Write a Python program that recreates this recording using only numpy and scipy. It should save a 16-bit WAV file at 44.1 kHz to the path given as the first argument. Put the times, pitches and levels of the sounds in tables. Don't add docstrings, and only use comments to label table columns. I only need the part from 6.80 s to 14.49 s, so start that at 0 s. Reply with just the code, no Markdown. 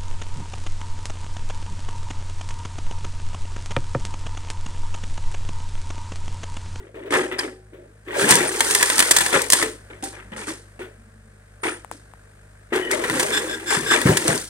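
import sys
import numpy as np
from scipy import signal
from scipy.fft import rfft, irfft
from scipy.io import wavfile
from scipy.ndimage import uniform_filter1d

SR = 44100
rng = np.random.default_rng(int(sys.argv[2]) if len(sys.argv) > 2 else 0)


def transcribe(signal):
    frames = np.atleast_2d(signal).T
    limited = np.clip(frames, -1, 1)
    pcm = np.round(limited * 32767).astype(np.int16)
    wavfile.write(sys.argv[1], SR, pcm)


N = 339117
TIME = np.arange(N) / SR
BRIEF = TIME[:SR // 4]
FREQ = np.maximum(np.fft.rfftfreq(N, 1 / SR), 1)


# f/Hz, level/dB
BOARD_SPECTRUM = [(50, -33.5), (140, -3.5), (230, -10.5), (340, 0), (550, -2), (700, -1.5), (1100, -62.5)]
LATH_SPECTRUM = [(400, -6.5), (800, -0.5), (1020, 4), (1250, 3.5), (1620, 7), (1950, 7), (2400, 1.5),
                 (2900, -0.5), (3500, -1.5), (5000, -18)]
SPLINTER_SPECTRUM = [(1500, -18), (3500, -4), (4400, -1), (5500, -0.5), (7400, 1.5), (8700, 7.5),
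                     (9800, 1.5), (12000, -8.5), (16000, -16)]
# t/s, laths/dB, boards/dB, splinters/dB
FIRST_PUSH = [(1.25, -65.5, -61.5, -63), (1.28, -42.5, -37, -65.5), (1.4, -24, -22, -26.5),
              (1.6, -25, -25.5, -32), (1.72, -35.5, -32.5, -33.5), (1.9, -29.5, -33, -25.5),
              (2.46, -30, -37.5, -28.5), (2.68, -44, -40.5, -39), (2.96, -70, -53, -57)]
SECOND_PUSH = [(5.904, -57, -61, -92), (5.938, -42, -35.5, -39), (6.08, -39, -32.5, -50.5),
               (6.38, -29, -28.5, -31), (6.62, -35, -29.5, -37.5), (6.83, -42.5, -40, -47.5),
               (6.96, -37.5, -34, -39), (7.57, -34.5, -31, -30.5), (7.68, -56, -81, -44.5)]
# t/s, slide/s, laths/dB, boards over laths/dB, splinters over laths/dB
COLLAPSES = [(0.0, 0.068, -56.5, 10.5, -11), (0.142, 0.15, -51, 11.5, -15), (0.305, 0.018, -33, 5.5, -5.5),
             (0.322, 0.049, -23, 0.5, -10), (0.38, 0.069, -36.5, 5.5, -10), (0.512, 0.0074, -31.5, 0, -24),
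             (0.583, 0.0059, -28, -5.5, -7.5), (0.63, 0.0057, -35, 6.5, -32),
             (0.921, 0.13, -67.5, 20.5, -25), (1.49, 0.028, -22, -10, 5), (2.526, 0.035, -19, -3, -7.5),
             (2.72, 0.083, -30, -6, 4), (2.814, 0.0053, -28.5, 4, -28), (3.098, 0.029, -45.5, 1.5, -19),
             (3.224, 0.041, -45.5, 7.5, 7), (3.328, 0.074, -45.5, -5, -37), (3.517, 0.012, -40.5, -1, -17),
             (3.562, 0.064, -39.5, -3.5, -2.5), (3.669, 0.019, -34.5, 0, -0.5),
             (3.991, 0.021, -42.5, 6.5, -11.5), (4.832, 0.048, -28, -2.5, -9.5), (5.111, 0.014, -53, 8, 5),
             (5.922, 0.044, -27.5, 2, -28), (6.107, 0.03, -29.5, 3, -3), (6.904, 0.042, -24, -9, -3),
             (7.109, 0.041, -20.5, -5, -7), (7.257, 0.051, -23.5, 1.5, -8.5), (7.472, 0.033, -25.5, 0, -6)]

def heap(dull_hz=11600):
    push_s, lath_push, board_push, splinter_push = np.transpose([FIRST_PUSH, SECOND_PUSH], (2, 0, 1))
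    _, _, lath_db, board_db, splinter_db = np.transpose(COLLAPSES)
    board_hits = [fragment(220, 640, cycles=10, contact_s=.008, ring_db=3, modes=3) for _ in range(80)]
    boards = shower(board_hits, spread_db=13, count=1200)
    lath_hits = [fragment(700, 3800, cycles=12, contact_s=.005, ring_db=-3, modes=5) for _ in range(110)]
    laths = shower(lath_hits, spread_db=15, count=4800)
    splinter_hits = [fragment(3000, 11000, cycles=45, contact_s=.0025, ring_db=-7, modes=4)
                     for _ in range(70)]
    splinters = shower(splinter_hits, spread_db=16, count=5500)
    splinters += undb(-3) * noise()
    sizes = ((boards, BOARD_SPECTRUM, board_push, lath_db + board_db, 187.5),
             (laths, LATH_SPECTRUM, lath_push, lath_db, 249),
             (splinters, SPLINTER_SPECTRUM, splinter_push, lath_db + splinter_db, 175.5))
    high_cut = signal.butter(3, dull_hz, fs=SR, output="sos")
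    out = np.zeros((2, N))
    for blows, spectrum, push_db, collapse_db, settle_db_per_s in sizes:
        grains = colour(blows, response(spectrum))
        power = uniform_filter1d(np.mean(grains ** 2, axis=0), size=SR // 28)
        grains /= np.sqrt(power + 1e-6)
        dulled = signal.sosfilt(high_cut, grains[::-1])
        out += grains * pushing(push_s, push_db) + dulled * collapsing(collapse_db, settle_db_per_s)
    return out


def fragment(lo_hz, hi_hz, cycles, contact_s, ring_db, modes):
    t = TIME[:SR // 10]
    hz = lo_hz * (hi_hz / lo_hz) ** rng.random((modes, 1))
    partials = np.exp((2j * np.pi - 1 / cycles) * hz * t)
    ring = (noise(modes) @ partials).imag
    contact = noise(len(t)) * np.exp(-t / contact_s)
    return unit(contact) + undb(ring_db) * unit(ring)


def shower(pieces, spread_db, count):
    out = np.zeros((2, N))
    for k, (when, size) in enumerate(rng.random((count, 2))):
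        add(out, when * N / SR, undb(spread_db * size) * pieces[k % len(pieces)])
    return unit(out)


def pushing(s, db):
    first = np.interp(TIME, s[0], db[0], left=-np.inf, right=-np.inf)
    second = np.interp(TIME, s[1], db[1], left=-np.inf)
    return undb(first) + undb(second)


def collapsing(levels_db, settle_db_per_s, give_way_s=.0021):
    power, t = np.zeros((1, N)), TIME[:SR]
    for (s, slide_s, *_), db in zip(COLLAPSES, levels_db):
        settling_s = np.maximum(t - give_way_s - slide_s, 0)
        slide = np.minimum(t / give_way_s, 1) * undb(db - settle_db_per_s * settling_s)
        add(power, s, slide ** 2)
    return np.sqrt(power)


# t/s, level/dB, tear/s, woody body over tear/dB
SNAPS = [(0.34, -18, 0.0014, 6.5), (0.522, -37.5, 0.006, 7), (0.59, -21.5, 0.0051, 1.5),
         (1.489, -9, 0.0068, -6.5), (1.507, 1.5, 0.0088, -12), (1.5222, -7, 0.002, 1),
         (1.5543, -0.5, .0034, -15), (1.8055, -3, 0.0049, -6), (1.909, -9.5, 0.0078, -13),
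         (1.949, 0, 0.004, -11.5), (2.009, -13.5, .005, 1.5), (2.0273, -1, 0.0043, -6.5),
         (2.0998, -7.5, 0.0045, -4.5), (2.181, -1.5, 0.0022, -14.5), (2.1912, -3, 0.0081, -11),
         (2.202, -1.5, 0.0057, -7.5), (2.2241, -12, 0.0073, -0.5), (2.3096, 0.5, 0.01, -11),
         (2.3641, -1.5, 0.0091, -10.5), (2.385, -5, 0.0046, -10), (2.4061, -13, 0.017, -2),
         (2.462, -13.5, 0.0077, -3.5), (2.617, -12, 0.0068, -19), (2.7013, 1.5, 0.0028, -21),
         (2.7214, -1, 0.0071, -20.5), (2.732, 1, 0.0056, -10.5), (2.8255, -14, 0.009, 1),
         (3.238, -22, 0.012, -28), (5.958, -23, .009, -4), (6.113, -11, 0.0056, -12),
         (6.238, -30.5, 0.016, 13.5), (6.298, -16.5, 0.003, 2), (6.3957, -13.5, 0.017, -2),
         (6.428, -16, 0.01, -5), (7.215, -13.5, 0.0033, -1), (7.37, -8.5, 0.0091, -6),
         (7.479, -3, 0.0028, -20)]
# f/Hz, level/dB
PLANK_MODES = [(980, -4.5), (1730, -4), (1950, -5), (3480, -2.5)]

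def snaps(rise_s=.0007, ragged_db=2, tail_db=-13, tail_s=.018, ring_db=-6.5, ring_s=.011,
          size_spread=.025, uneven_db=2, gain_db=-10):
    tears, body = np.zeros((2, N)), np.zeros((2, N))
    tail = undb(tail_db) * np.exp(-BRIEF / tail_s)
    for s, db, tear_s, body_db in SNAPS:
        run = np.exp(-(BRIEF / tear_s) ** 2) * undb(ragged_db * walk(980, len(BRIEF)))
        burst = noise(len(BRIEF)) * (run + tail) * np.minimum(BRIEF / rise_s, 1)
        detune = 1 + size_spread * rng.standard_normal()
        ring = 0
        for hz, mode_db in PLANK_MODES:
            strength = undb(ring_db + mode_db + uneven_db * rng.standard_normal())
            ring += strength * np.sin(2 * np.pi * (hz * detune * BRIEF + rng.random((2, 1))))
        add(tears, s, undb(db) * burst)
        add(body, s, undb(db + body_db) * (burst + ring * np.exp(-BRIEF / ring_s)))
    woody = response(LATH_SPECTRUM) + response(BOARD_SPECTRUM)
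    return undb(gain_db) * (colour(tears, response(SPLINTER_SPECTRUM)) + colour(body, woody))


# t/s, level/dB, f/Hz
KNOCKS = [(0.15, -30.5, 448), (0.256, -28, 402), (0.334, -16, 522), (0.52, -23.5, 373), (0.931, -34.5, 383),
          (1.274, -25.5, 363), (1.44, -18, 216), (1.607, -13, 361), (2.537, -17.5, 519), (2.835, -16, 437),
          (3.227, -29, 295), (3.231, -26, 782), (3.682, -24, 330), (4.007, -24, 376.4), (4.015, -33, 1470),
          (4.851, -21.5, 323), (4.853, -30.5, 697), (5.932, -16, 360.5), (5.96, -14, 380),
          (6.345, -18.5, 267), (7.452, -15.5, 318), (7.485, -18, 677)]

def knocks(rise_s=.0038, decay_s=.024, overtone_ratio=1.2, overtone_db=-10,
           rattle_db=-16.5, rattle_s=.04, gain_db=-2):
    booms, rattles = np.zeros((2, N)), np.zeros((2, N))
    for s, db, hz in KNOCKS:
        phase = 2 * np.pi * hz * BRIEF
        note = np.sin(phase) + undb(overtone_db) * np.sin(overtone_ratio * phase)
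        bounce = undb(2 * walk(120, len(BRIEF))) * np.minimum(BRIEF / rise_s, 1)
        add(booms[:1], s, undb(db) * note * bounce * np.exp(-BRIEF / decay_s))
        add(rattles, s, undb(db + rattle_db) * noise(len(BRIEF)) * bounce * np.exp(-BRIEF / rattle_s))
    woody = response(LATH_SPECTRUM) + response(BOARD_SPECTRUM)
    return undb(gain_db) * (booms + colour(rattles, woody))


# t/s, level/dB, decay/s
THUDS = [(1.421, -29, 0.072), (1.51, -23, 0.066), (2.551, -25.5, 0.025), (6.3, -30.5, 0.1),
         (6.969, -26, 0.064), (7.2547, -6, 0.022), (7.2915, -6.5, 0.019), (7.485, -21, 0.044)]
# f/Hz, level/dB
GROUND_SPECTRUM = [(40, -36.5), (75, -14.5), (110, 5), (170, 5.5), (260, 1.5), (1500, -39)]

def thuds(panel_hz=152, panel_s=.004, panel_db=3, rise_s=.008, rumble_db=-3):
    blows, swings = np.zeros((2, N)), np.zeros((2, N))
    rumble = colour(noise(), response(GROUND_SPECTRUM))
    rumble /= np.sqrt(uniform_filter1d(rumble ** 2, SR // 40, axis=1))
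    swing = np.sin(2 * np.pi * panel_hz * BRIEF) * BRIEF / panel_s * np.exp(1 - BRIEF / panel_s)
    for s, db, decay_s in THUDS:
        add(blows, s, undb(db + rumble_db) * np.minimum(BRIEF / rise_s, 1) * np.exp(-BRIEF / decay_s))
        add(swings[:1], s, undb(db + panel_db) * swing)
    low_cut = signal.butter(3, 75, "high", fs=SR, output="sos")
    return signal.sosfilt(low_cut, swings + blows * rumble)


# t/s, level/dB
CLANGS = [(0.339, -23), (0.639, -38), (5.935, -32)]
# f/Hz, level/dB
SHELL_MODES = [(371, 1), (525, -8), (788, -8.5)]

def clangs(t60_s=.61):
    out, t = np.zeros((2, N)), TIME[:SR]
    shell = sum(undb(db - 60 * t / t60_s) * np.sin(2 * np.pi * hz * t) for hz, db in SHELL_MODES)
    for s, db in CLANGS:
        add(out[:1], s, undb(db) * shell)
    return out


# t/s, length/s, level/dB
SCRAPES = [(6.519, 0.087, -23.5), (6.674, 0.089, -31), (6.86, 0.13, -27.5), (7.056, 0.097, -26.5),
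           (7.103, 0.055, -24)]
# f/Hz, width/Hz, level/dB
BUCKET_SQUEALS = [(1620, 150, -3), (3520, 170, -7), (5200, 380, -13), (7450, 500, -12)]
# t/s, length/s, f/Hz, level/dB
SQUEAKS_AND_WHINE = [(0.588, 0.013, 4900, -25), (1.676, 0.018, 9000, -22.5), (3.437, 0.19, 208, -44),
                     (4.115, 0.47, 219, -57), (4.812, 0.16, 9200, -42), (6.003, 0.14, 1905, -38.5),
                     (5.987, 0.13, 3000, -45), (6.11, 0.036, 2090, -25)]

def scrapes_and_whines(chatter_hz=140, chatter_db=3.3, squeak_width=.022, detune=.008,
                       uneven_db=2, rasp_db=-8):
    out, slip = np.zeros((2, N)), noise()
    rasp = undb(rasp_db) * unit(response(LATH_SPECTRUM) + response(SPLINTER_SPECTRUM) / 2)
    for s, length, db in SCRAPES:
        squeal = 0
        for hz, width_hz, squeal_db in BUCKET_SQUEALS:
            strength = undb(squeal_db + uneven_db * rng.standard_normal())
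            squeal += strength * resonance(hz * (1 + detune * rng.standard_normal()), width_hz)
        out += undb(db) * swell(s, length) * colour(slip, np.hypot(squeal, rasp))
    for s, length, hz, db in SQUEAKS_AND_WHINE:
        width_hz = squeak_width * hz + 8 / length
        out += undb(db) * swell(s, length) * colour(slip, resonance(hz, width_hz))
    return out * undb(chatter_db * walk(chatter_hz))


# t/s, level/dB
CHIPS = [(5.047, -21), (5.1143, -15), (5.337, -28.5)]

def chips(push_hz=850, push_s=.00075, edge_hz=8300, edge_s=.00025, pan_db=7):
    out = np.zeros((2, N))
    onset = 1 - np.exp(-2 * BRIEF / edge_s)
    push = np.cos(2 * np.pi * push_hz * BRIEF) * np.exp(-BRIEF / push_s) * onset
    edge = np.sin(2 * np.pi * edge_hz * BRIEF) * np.exp(-BRIEF / edge_s)
    for s, db in CHIPS:
        add(out, s, undb(db) * (push + edge * undb(db / 2)))
    return out * undb([[pan_db], [-pan_db]])


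# t/s, firing rate/Hz, hum/dB, rush and clatter/dB
ENGINE = [(0, 52.48, -51, -2), (3.2, 50.5, -47.5, 9.5), (4.4, 49.88, -49.5, 3), (5.101, 50.46, -50.5, 5.5),
          (7.69, 50.6, -48.5, 3.5)]
# multiple of the firing rate, level/dB
HUM_PARTIALS = [(1, 2), (2, 2.5), (3, -8), (4, -11), (4.5, -17), (9, -13.5), (12, -19.5)]
# f/Hz, level/dB
RUSH_SPECTRUM = [(25, -33), (60, -3.5), (120, -16), (280, -19.5), (600, -17.5), (850, -25.5), (1600, -20.5),
                 (2800, -35.5), (6000, -37), (8100, -32), (8700, -27), (9400, -33.5), (16000, -55.5)]

def diesel(wobble=.0045, throb=.34, flicker_db=1.5, rush_db=-63.5,
           clatter_hz=1600, clatter_width_hz=440, clatter_db=-71.5):
    s, firing_hz, hum_db, noise_db = np.transpose(ENGINE)
    rate_hz = np.interp(TIME, s, firing_hz) * (1 + wobble * walk(3.8))
    phase = 2 * np.pi * np.cumsum(rate_hz) / SR
    hum = sum(undb(db + flicker_db * walk(23)) * np.sin(k * phase + 2 * np.pi * rng.random())
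              for k, db in HUM_PARTIALS)
    spectrum = response(RUSH_SPECTRUM)
    share_above_hum = np.sqrt(np.mean(unit(spectrum) ** 2 * (FREQ > 300)))
    rush = undb(rush_db) * colour(noise() * undb(flicker_db * walk(.77)), spectrum) / share_above_hum
    valves = undb(clatter_db) * colour(noise(), resonance(clatter_hz, clatter_width_hz))
    out = rush + valves * np.exp(throb * np.sin(phase))
    out *= undb(np.interp(TIME, s, noise_db)) * (1 + throb / 2 * np.sin(phase))
    out[0] += unit(hum) * undb(np.interp(TIME, s, hum_db))
    return out


def yard(x, t60_s=.35, build_s=.025, wet_db=-17):
    t = TIME[:SR * 3 // 4]
    tail = noise(len(t)) * undb(-60 * t / t60_s) * np.minimum(t / build_s, 1)
    echo = signal.fftconvolve(x, unit(tail) / np.sqrt(len(t)), axes=1)[:, :N]
    return x + undb(wet_db) * echo


# f/Hz, side over mid/dB
PORT_WIDTH = [(100, -27.5), (280, -16.5), (420, -19.5), (650, 8), (1200, -5.5), (2300, 5.5), (4000, 1.5),
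              (14000, 0.5)]
# f/Hz, left over right/dB
PORT_BALANCE = [(100, 0.76), (1000, 1.5), (2000, 3.5), (8000, -1)]

def ports(x, turn_rad=1.57, straight_db=-5.5, scattered_db=-2.8):
    straight, scattered = rfft(x)
    turned = undb(straight_db) * np.exp(-1j * turn_rad) * straight
    side = response(PORT_WIDTH) * (turned + undb(scattered_db) * scattered)
    lean = np.sqrt(response(PORT_BALANCE))
    return irfft(np.array([(straight + side) * lean, (straight - side) / lean]), N)


def undb(db):
    return 10 ** (np.asarray(db) / 20)


def unit(x):
    return x / np.sqrt(np.mean(x ** 2))


def response(points):
    hz, db = np.transpose(points)
    return undb(np.interp(np.log(FREQ), np.log(hz), db))


def colour(x, gain):
    return irfft(rfft(x) * unit(gain), N)


def resonance(hz, width_hz):
    return unit(1 / (1 + (2 * (FREQ - hz) / width_hz) ** 2))


def noise(size=N):
    return rng.standard_normal((2, size))


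def walk(rate_hz, size=N):
    steps = TIME[:size] * rate_hz
    count = int(steps[-1]) + 2
    return .77 * np.interp(steps, np.arange(count), rng.standard_normal(count))


def add(out, s, sound):
    start = int(np.clip(s * SR, 0, N - 1))
    out[:, start:start + sound.shape[-1]] += sound[..., :N - start]


def swell(s, length):
    progress = np.clip((TIME - s) / length, 0, 1)
    return 2 * np.sqrt(progress * (1 - progress))


def scene():
    demolition = heap() + snaps() + knocks() + clangs() + thuds() + scrapes_and_whines()
    machine = diesel()
    return ports(yard(demolition) + machine) + chips()


def record(dry):
    top_hz = 15900
    rounded = dry / (1 + np.abs(dry) ** 4) ** .25
    return signal.sosfilt(signal.ellip(10, .2, 70, top_hz, fs=SR, output="sos"), rounded)


dry = scene()
out = record(dry)
transcribe(out)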